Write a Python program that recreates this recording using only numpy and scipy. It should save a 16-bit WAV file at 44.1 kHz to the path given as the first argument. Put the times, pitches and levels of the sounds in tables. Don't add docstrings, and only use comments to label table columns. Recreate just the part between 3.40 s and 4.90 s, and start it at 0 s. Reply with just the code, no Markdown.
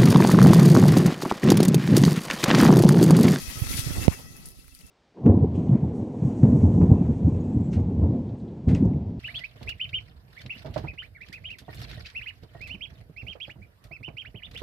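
import sys
import numpy as np
from scipy import signal
from scipy.fft import rfft, irfft, next_fast_len
from scipy.io import wavfile

SR = 44100
rng = np.random.default_rng(int(sys.argv[2]) if len(sys.argv) > 2 else 0)


def transcribe(u):
    v = np.clip(np.atleast_2d(u).T, -1, 1)
    q = np.round(v * 32767).astype(np.int16)
    wavfile.write(sys.argv[1], SR, q)


def field_ratio(decibels):
    return 10 ** (np.asarray(decibels, dtype=float) / 20)


N = 66150


def rms_one(x):
    return x / np.sqrt(np.mean(x ** 2) + 1e-20)


def in_time(rows):
    s, *columns = np.transpose(rows)
    return [np.interp(np.arange(N) / SR, s, c) for c in columns]


def at_hz(points, hz):
    point_hz, point_db = np.array(points).T[:2]
    return np.interp(np.log(hz), np.log(point_hz), point_db)


def drift(rate_hz):
    step = 40
    warm_up = 2000
    r = np.exp(-2 * np.pi * rate_hz * step / SR)
    noise = rng.standard_normal(N // step + warm_up + 2)
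    slow = signal.lfilter([1], [1, -2 * r, r * r], noise)[warm_up:]
    return np.interp(np.arange(N) / step, np.arange(len(slow)), rms_one(slow))


def colour(x, points):
    size = next_fast_len(N + 8192)
    hz = np.arange(size // 2 + 1) * SR / size + 1
    return irfft(rfft(x, size) * field_ratio(at_hz(points, hz)), size)[:N]


def patchy(x, low_hz, patchy_db, rate_hz):
    out = 0
    together = drift(rate_hz)
    spectrum = rfft(x)
    hz = np.arange(len(spectrum)) * SR / N + 1
    place = np.clip(2 * np.log2(hz / low_hz), 0, 9)
    for k in range(10):
        weight = np.cos(np.pi / 2 * np.clip(place - k, -1, 1)) ** 2
        band = irfft(spectrum * weight, N)
        out = out + band * field_ratio(patchy_db * (0.92 * together + drift(rate_hz)))
    return out


def grains(per_s, share):
    spread_db = 1
    sizes = field_ratio(spread_db * np.minimum(rng.exponential(1, N), 3.0)) * rng.choice([-1, 1], N)
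    impacts = rms_one(sizes * (rng.random(N) < per_s / SR))
    share = np.clip(share, 0, 1)
    return np.sqrt(share) * impacts + np.sqrt(1 - share) * rng.standard_normal(N)


def rumble():
    # t/s, left level/dB, right level/dB
    shake = [(0, -44.5, -52.5), (.25, -41, -43.5), (.45, -43, -49.5), (.6, -36.5, -36), (.67, -47, -29),
             (.72, -54, -46.5), (.9, -49, -46.5), (1.1, -54.5, -51), (1.3, -61, -61.5), (1.5, -58, -56.5)]
    # f/Hz, density/dB per Hz
    rumble_spectrum = [(25, -7.5), (80, -2.5), (150, -3.5), (260, -13), (380, -15.5), (700, -21.5),
                       (1100, -27), (2000, -45.5)]
    sides = []
    for level_db in in_time(shake):
        lumpy = patchy(rng.standard_normal(N), 23.6, patchy_db=3.5, rate_hz=15.8)
        noise = lumpy + 0.5 * rng.standard_normal(N)
        sides.append(field_ratio(level_db) * rms_one(colour(noise, rumble_spectrum)))
    return np.array(sides)


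def thumps(rows, rise_cycles, fall_cycles):
    out = np.zeros(N)
    t = np.arange(N) / SR
    for s, db, hz, way in rows:
        near = slice(max(int((s - 0.05) * SR), 0), int((s + 0.05) * SR))
        cycles = (t[near] - s) * hz
        width = np.where(cycles < 0, rise_cycles, fall_cycles)
        swing = np.cos(2 * np.pi * cycles) * np.exp(-(cycles / width) ** 2)
        out[near] += np.sign(way) * field_ratio(db) * swing
    return out


def knock():
    knock_s, press_s, press_db = 0.68093, 0.00111, -6.3
    shell_hz, shell_db, shell_decay_s = 150, 14.9, 0.00119
    grip_hz, grip_db, grip_decay_s = 66.3, 8.6, 0.00352
    overload, cut_hz = 0.96, 8900
    t = np.arange(N) / SR - knock_s
    after = np.maximum(t, 0)
    press = field_ratio(press_db) * np.clip(1 + t / press_s, 0, 1)
    shell = field_ratio(shell_db) * np.cos(2 * np.pi * shell_hz * after) * np.exp(-after / shell_decay_s)
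    grip = field_ratio(grip_db) * np.cos(2 * np.pi * grip_hz * after) * np.exp(-after / grip_decay_s)
    blow = np.clip(np.where(t < 0, press, shell - grip), -overload, overload)
    return signal.sosfilt(signal.butter(2, cut_hz, fs=SR, output="sos"), blow)


def handling():
    # t/s, peak level/dB, f/Hz, direction/sign
    left_thumps = [(0.0073, -40, 97, 1), (0.0268, -32, 91, -1), (0.0467, -36, 91, -1),
                   (0.073, -37, 120, -1), (0.2354, -32, 79, 1), (0.2653, -28, 105, 1),
                   (0.2952, -29, 105, 1), (0.3088, -29, 226, -1), (0.3116, -29, 85, 1),
                   (0.3429, -29, 183, 1), (0.473, -28, 300, -1), (0.4753, -28, 129, 1),
                   (0.5156, -28, 112, 1), (0.5683, -30, 243, -1), (0.571, -26, 129, 1),
                   (0.5819, -27, 226, 1), (0.5828, -24, 120, 1), (0.6218, -34, 69, -1),
                   (0.6816, -29, 226, -1), (0.683, -35, 91, 1), (0.7147, -26, 149, -1),
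                   (0.7243, -34, 64, -1), (0.7383, -42, 85, -1), (0.8159, -43, 105, 1),
                   (0.8259, -42, 112, -1), (0.8444, -38, 105, -1), (0.8608, -40, 105, -1),
                   (0.8853, -41, 171, -1), (1.0163, -42, 120, -1), (1.0299, -43, 105, -1),
                   (1.0517, -41, 97, -1), (1.0689, -40, 197, 1), (1.0771, -39, 79, 1),
                   (1.0807, -45, 197, 1), (1.176, -47, 79, 1), (1.1905, -45, 243, -1),
                   (1.1932, -45, 105, 1), (1.4349, -48, 171, 1), (1.4413, -42, 91, -1),
                   (1.4476, -44, 211, -1)]
    # t/s, peak level/dB, f/Hz, direction/sign
    right_thumps = [(0.01, -34, 97, 1), (0.0322, -33, 74, -1), (0.0834, -25, 64, 1), (0.1592, -30, 120, -1),
                    (0.1746, -25, 91, -1), (0.2218, -11, 105, 1), (0.2395, -31, 45, 1),
                    (0.2658, -23, 85, -1), (0.2952, -24, 97, -1), (0.3088, -24, 211, 1),
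                    (0.3098, -23, 60, -1), (0.3433, -26, 159, 1), (0.3542, -22, 79, 1),
                    (0.3905, -29, 85, -1), (0.3937, -17, 105, 1), (0.4363, -29, 52, 1),
                    (0.468, -16, 120, 1), (0.4834, -24, 79, 1), (0.5002, -29, 120, -1),
                    (0.5066, -24, 183, -1), (0.5152, -21, 74, -1), (0.5669, -30, 48, -1),
                    (0.5705, -23, 211, -1), (0.5846, -17, 74, -1), (0.5968, -27, 129, -1),
                    (0.6177, -22, 91, 1), (0.6444, -32, 56, 1), (0.6753, -25, 211, 1),
                    (0.7179, -33, 105, -1), (0.9088, -37, 112, 1), (1.0122, -41, 139, -1),
                    (1.0512, -39, 85, 1), (1.0771, -37, 74, -1), (1.1052, -44, 56, 1),
                    (1.1737, -44, 56, -1), (1.1891, -40, 52, -1), (1.19, -41, 129, 1),
                    (1.2503, -44, 52, -1), (1.2825, -42, 64, -1), (1.3274, -42, 60, -1),
                    (1.3705, -48, 48, 1), (1.4358, -42, 97, -1), (1.4476, -42, 197, 1),
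                    (1.4485, -39, 64, -1)]
    # t/s, peak level/dB, f/Hz, direction/sign
    settling = [
        (.6807, -20, 3600, 1),
        (.6945, -21, 75, -1),
    ]
    left = thumps(left_thumps, rise_cycles=0.24, fall_cycles=0.95)
    right = thumps(right_thumps + settling, rise_cycles=0.37, fall_cycles=1)
    return np.array([left, right + knock()])


def duck():
    start_s, depth_db, hold_s = 0.672, -7.5, 0.023
    since = (np.arange(N) / SR - start_s) / hold_s
    return field_ratio(depth_db * np.clip(10 * since, 0, 1) * np.exp(-np.maximum(since, 0) ** 4))


def motor():
    # t/s, slot rate f/Hz, level/dB
    motor_run = [(0, 645.6, -51), (.2, 643.5, -47.5), (.3, 665.4, -45.5), (.45, 662.5, -46.5),
                 (.65, 666.1, -46.5), (.69, 658.5, -52), (.85, 650.8, -57), (1.0, 654.4, -59.5),
                 (1.15, 655.4, -69), (1.3, 668, -67.5), (1.5, 658, -66)]
    # multiple of slot rate, level/dB
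    overtones = [(2, -3.5), (3, -0.5), (4, 1), (5, -4.5), (7, -4.5), (8, -1), (9, -0.5), (10, -3.5)]
    # t/s, f/Hz, level/dB
    squeak_rows = [
        (.4, 2640, -50),
        (0.624, 2650, -37),
        (.645, 2675, -43),
        (.74, 2730, -47),
        (.765, 2646, -47),
        (.96, 2600, -54),
        (1.206, 2678, -57.5),
        (1.322, 2680, -55),
        (1.447, 2664, -57.5),
        (1.496, 2690, -56.5),
    ]
    flutter_db, flutter_hz = 3.2, 18.0
    wobble, wobble_hz = 0.006, 19.96
    blur_rad, blur_hz = 1.0, 50.0
    hum_multiple, hum_db, squeak_s = 0.4, -9.5, 0.011
    t = np.arange(N) / SR
    slot_hz, level_db = in_time(motor_run)
    turns = np.cumsum(slot_hz * (1 + wobble * drift(wobble_hz))) / SR
    whine = np.zeros((2, N))
    for side in whine:
        for multiple, db in overtones:
            level = field_ratio(db + flutter_db * drift(flutter_hz))
            cycles = np.round(multiple) * turns + rng.random()
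            side += level * np.sin(2 * np.pi * cycles + blur_rad * drift(blur_hz))
    hum_level = field_ratio(hum_db + 3.2 * drift(14.7))
    hum = hum_level * np.sin(2 * np.pi * hum_multiple * turns + 0.99 * drift(24.0))
    squeaks = np.zeros(N)
    for s, hz, db in squeak_rows:
        squeaks += field_ratio(db + 1.5) * np.exp(-((t - s) / squeak_s) ** 2) * np.sin(2 * np.pi * hz * t)
    return field_ratio(level_db) * (whine + hum) + squeaks


def load():
    # t/s, grit level/dB, scrape level/dB re grit
    slide = [(0, -44, -4.5), (.05, -41.5, -14.5), (.085, -44.5, -7.5), (.27, -43.5, -7), (.305, -38, -17),
             (.336, -36.5, -10.5), (.36, -39.5, -18), (.396, -35, -19), (.438, -42, -10.5),
             (.584, -43.5, -8.5), (.646, -41.5, -1), (.67, -47.5, -1), (.726, -49, 1), (.93, -58.5, -21.5),
             (.96, -56, -2), (1.06, -58, -15.5), (1.144, -60.5, -25), (1.5, -61.5, -8)]
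    # f/Hz, density/dB per Hz
    grit_spectrum = [(700, -20.5), (1600, -8), (2500, -4), (4500, 0.5), (7500, -3.5), (10000, -3.5),
                     (11500, -4.5), (15500, -15.5)]
    # f/Hz, density/dB per Hz
    scrape_spectrum = [(700, 17), (1500, 18.5), (2100, 23), (3000, 12.5), (4500, 10), (7000, 17),
                       (16000, -46.5)]
    grit_db, scrape_db = in_time(slide)
    sides = []
    for _ in range(2):
        grit = patchy(grains(per_s=2700, share=0.45), 700.0, patchy_db=1.65, rate_hz=17.0)
        scrape = patchy(grains(per_s=280, share=0.61), 470.0, patchy_db=3.5, rate_hz=30.0)
        grit = rms_one(colour(grit, grit_spectrum))
        scrape = rms_one(colour(scrape, scrape_spectrum))
        sides.append(grit + field_ratio(scrape_db) * scrape)
    return field_ratio(grit_db + 5.5) * np.array(sides)


def ticks():
    # t/s, ring level/dB, ring f/Hz, crack level/dB re ring
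    tick_rows = [(.2992, -33, 10200, 0), (.3315, -21.5, 2240, -20), (0.338, -29, 2520, -20),
                 (.343, -23.5, 2200, -20), (.3505, -32, 9000, -9), (0.3712, -20, 7000, 0),
                 (.3885, -29, 4900, -11), (.3942, -21.5, 9400, 2.5), (.4035, -30, 2620, -11),
                 (.4078, -30, 4600, -7.5), (0.639, -25, 3760, -8), (0.639, -24.5, 4800, -7),
                 (.9489, -42, 6400, -5), (.9664, -36, 5800, 2.5), (1.0568, -35, 6950, 4),
                 (1.0578, -36.5, 4330, 8), (1.06, -37, 5370, 2), (1.0632, -41, 10100, 4),
                 (1.0866, -36.5, 8460, 5), (1.104, -38, 6940, 1), (1.118, -43, 4995, -1),
                 (1.2435, -50.5, 1509, 0.5), (1.2805, -44.5, 2352, 2), (1.2825, -48.5, 1320, -1.5),
                 (1.3495, -37, 4580, 3.5), (1.364, -47.5, 2400, -11), (1.39, -37.5, 4830, -6),
                 (1.408, -41.5, 4470, 0), (1.412, -44.5, 2493, -3), (1.4152, -42, 2950, -8.5),
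                 (1.4661, -38, 10780, -0.5)]
    # f/Hz, density/dB per Hz
    crack_spectrum = [(1500, -33.5), (3500, -12.5), (4500, -3), (7500, -6.5), (10000, 4.5), (13000, -8)]
    ring_t60_cycles, longest_t60_s, rise_s = 37, 0.0095, 0.00045
    crack_t60_s, tail_db, tail_s = 0.0036, -19.5, 0.022
    ring = np.zeros(N + SR)
    crack = np.zeros((2, N + SR))
    t = np.arange(1500) / SR
    rise = np.minimum(t / rise_s, 1)
    crack_decay = field_ratio(-60 * t / crack_t60_s) + field_ratio(tail_db) * np.exp(-t / tail_s)
    for s, db, hz, crack_db in tick_rows:
        span = slice(int(s * SR), int(s * SR) + len(t))
        t60_s = min(ring_t60_cycles / hz, longest_t60_s)
        ring[span] += field_ratio(db - 60 * t / t60_s) * np.sin(2 * np.pi * hz * t) * rise
        noise = rng.standard_normal((2, len(t)))
        crack[:, span] += field_ratio(db + crack_db + 5.0) * noise * rise * crack_decay
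    return ring[:N] + np.array([colour(c[:N], crack_spectrum) for c in crack])


def scene():
    # f/Hz, gain/dB
    right_port = [(300, 11.5), (1000, -3), (2500, -7.5), (3500, -11.5), (6000, -31.5), (8300, -12.5),
                  (10600, 4), (14000, 2)]
    left, right = (motor() + load() + ticks()) * duck()
    air = np.array([left, colour(right, right_port)])
    return air + rumble() + handling()


def band_limit(x):
    return signal.sosfilt(signal.butter(12, 16400, fs=SR, output="sos"), x)


def record(dry):
    top_cut = signal.ellip(10, 0.3, 42, 15850, fs=SR, output="sos")
    mix = signal.sosfilt(top_cut, np.clip(dry, -1, 1))
    return band_limit(mix)


dry = scene()
out = record(dry)
transcribe(out)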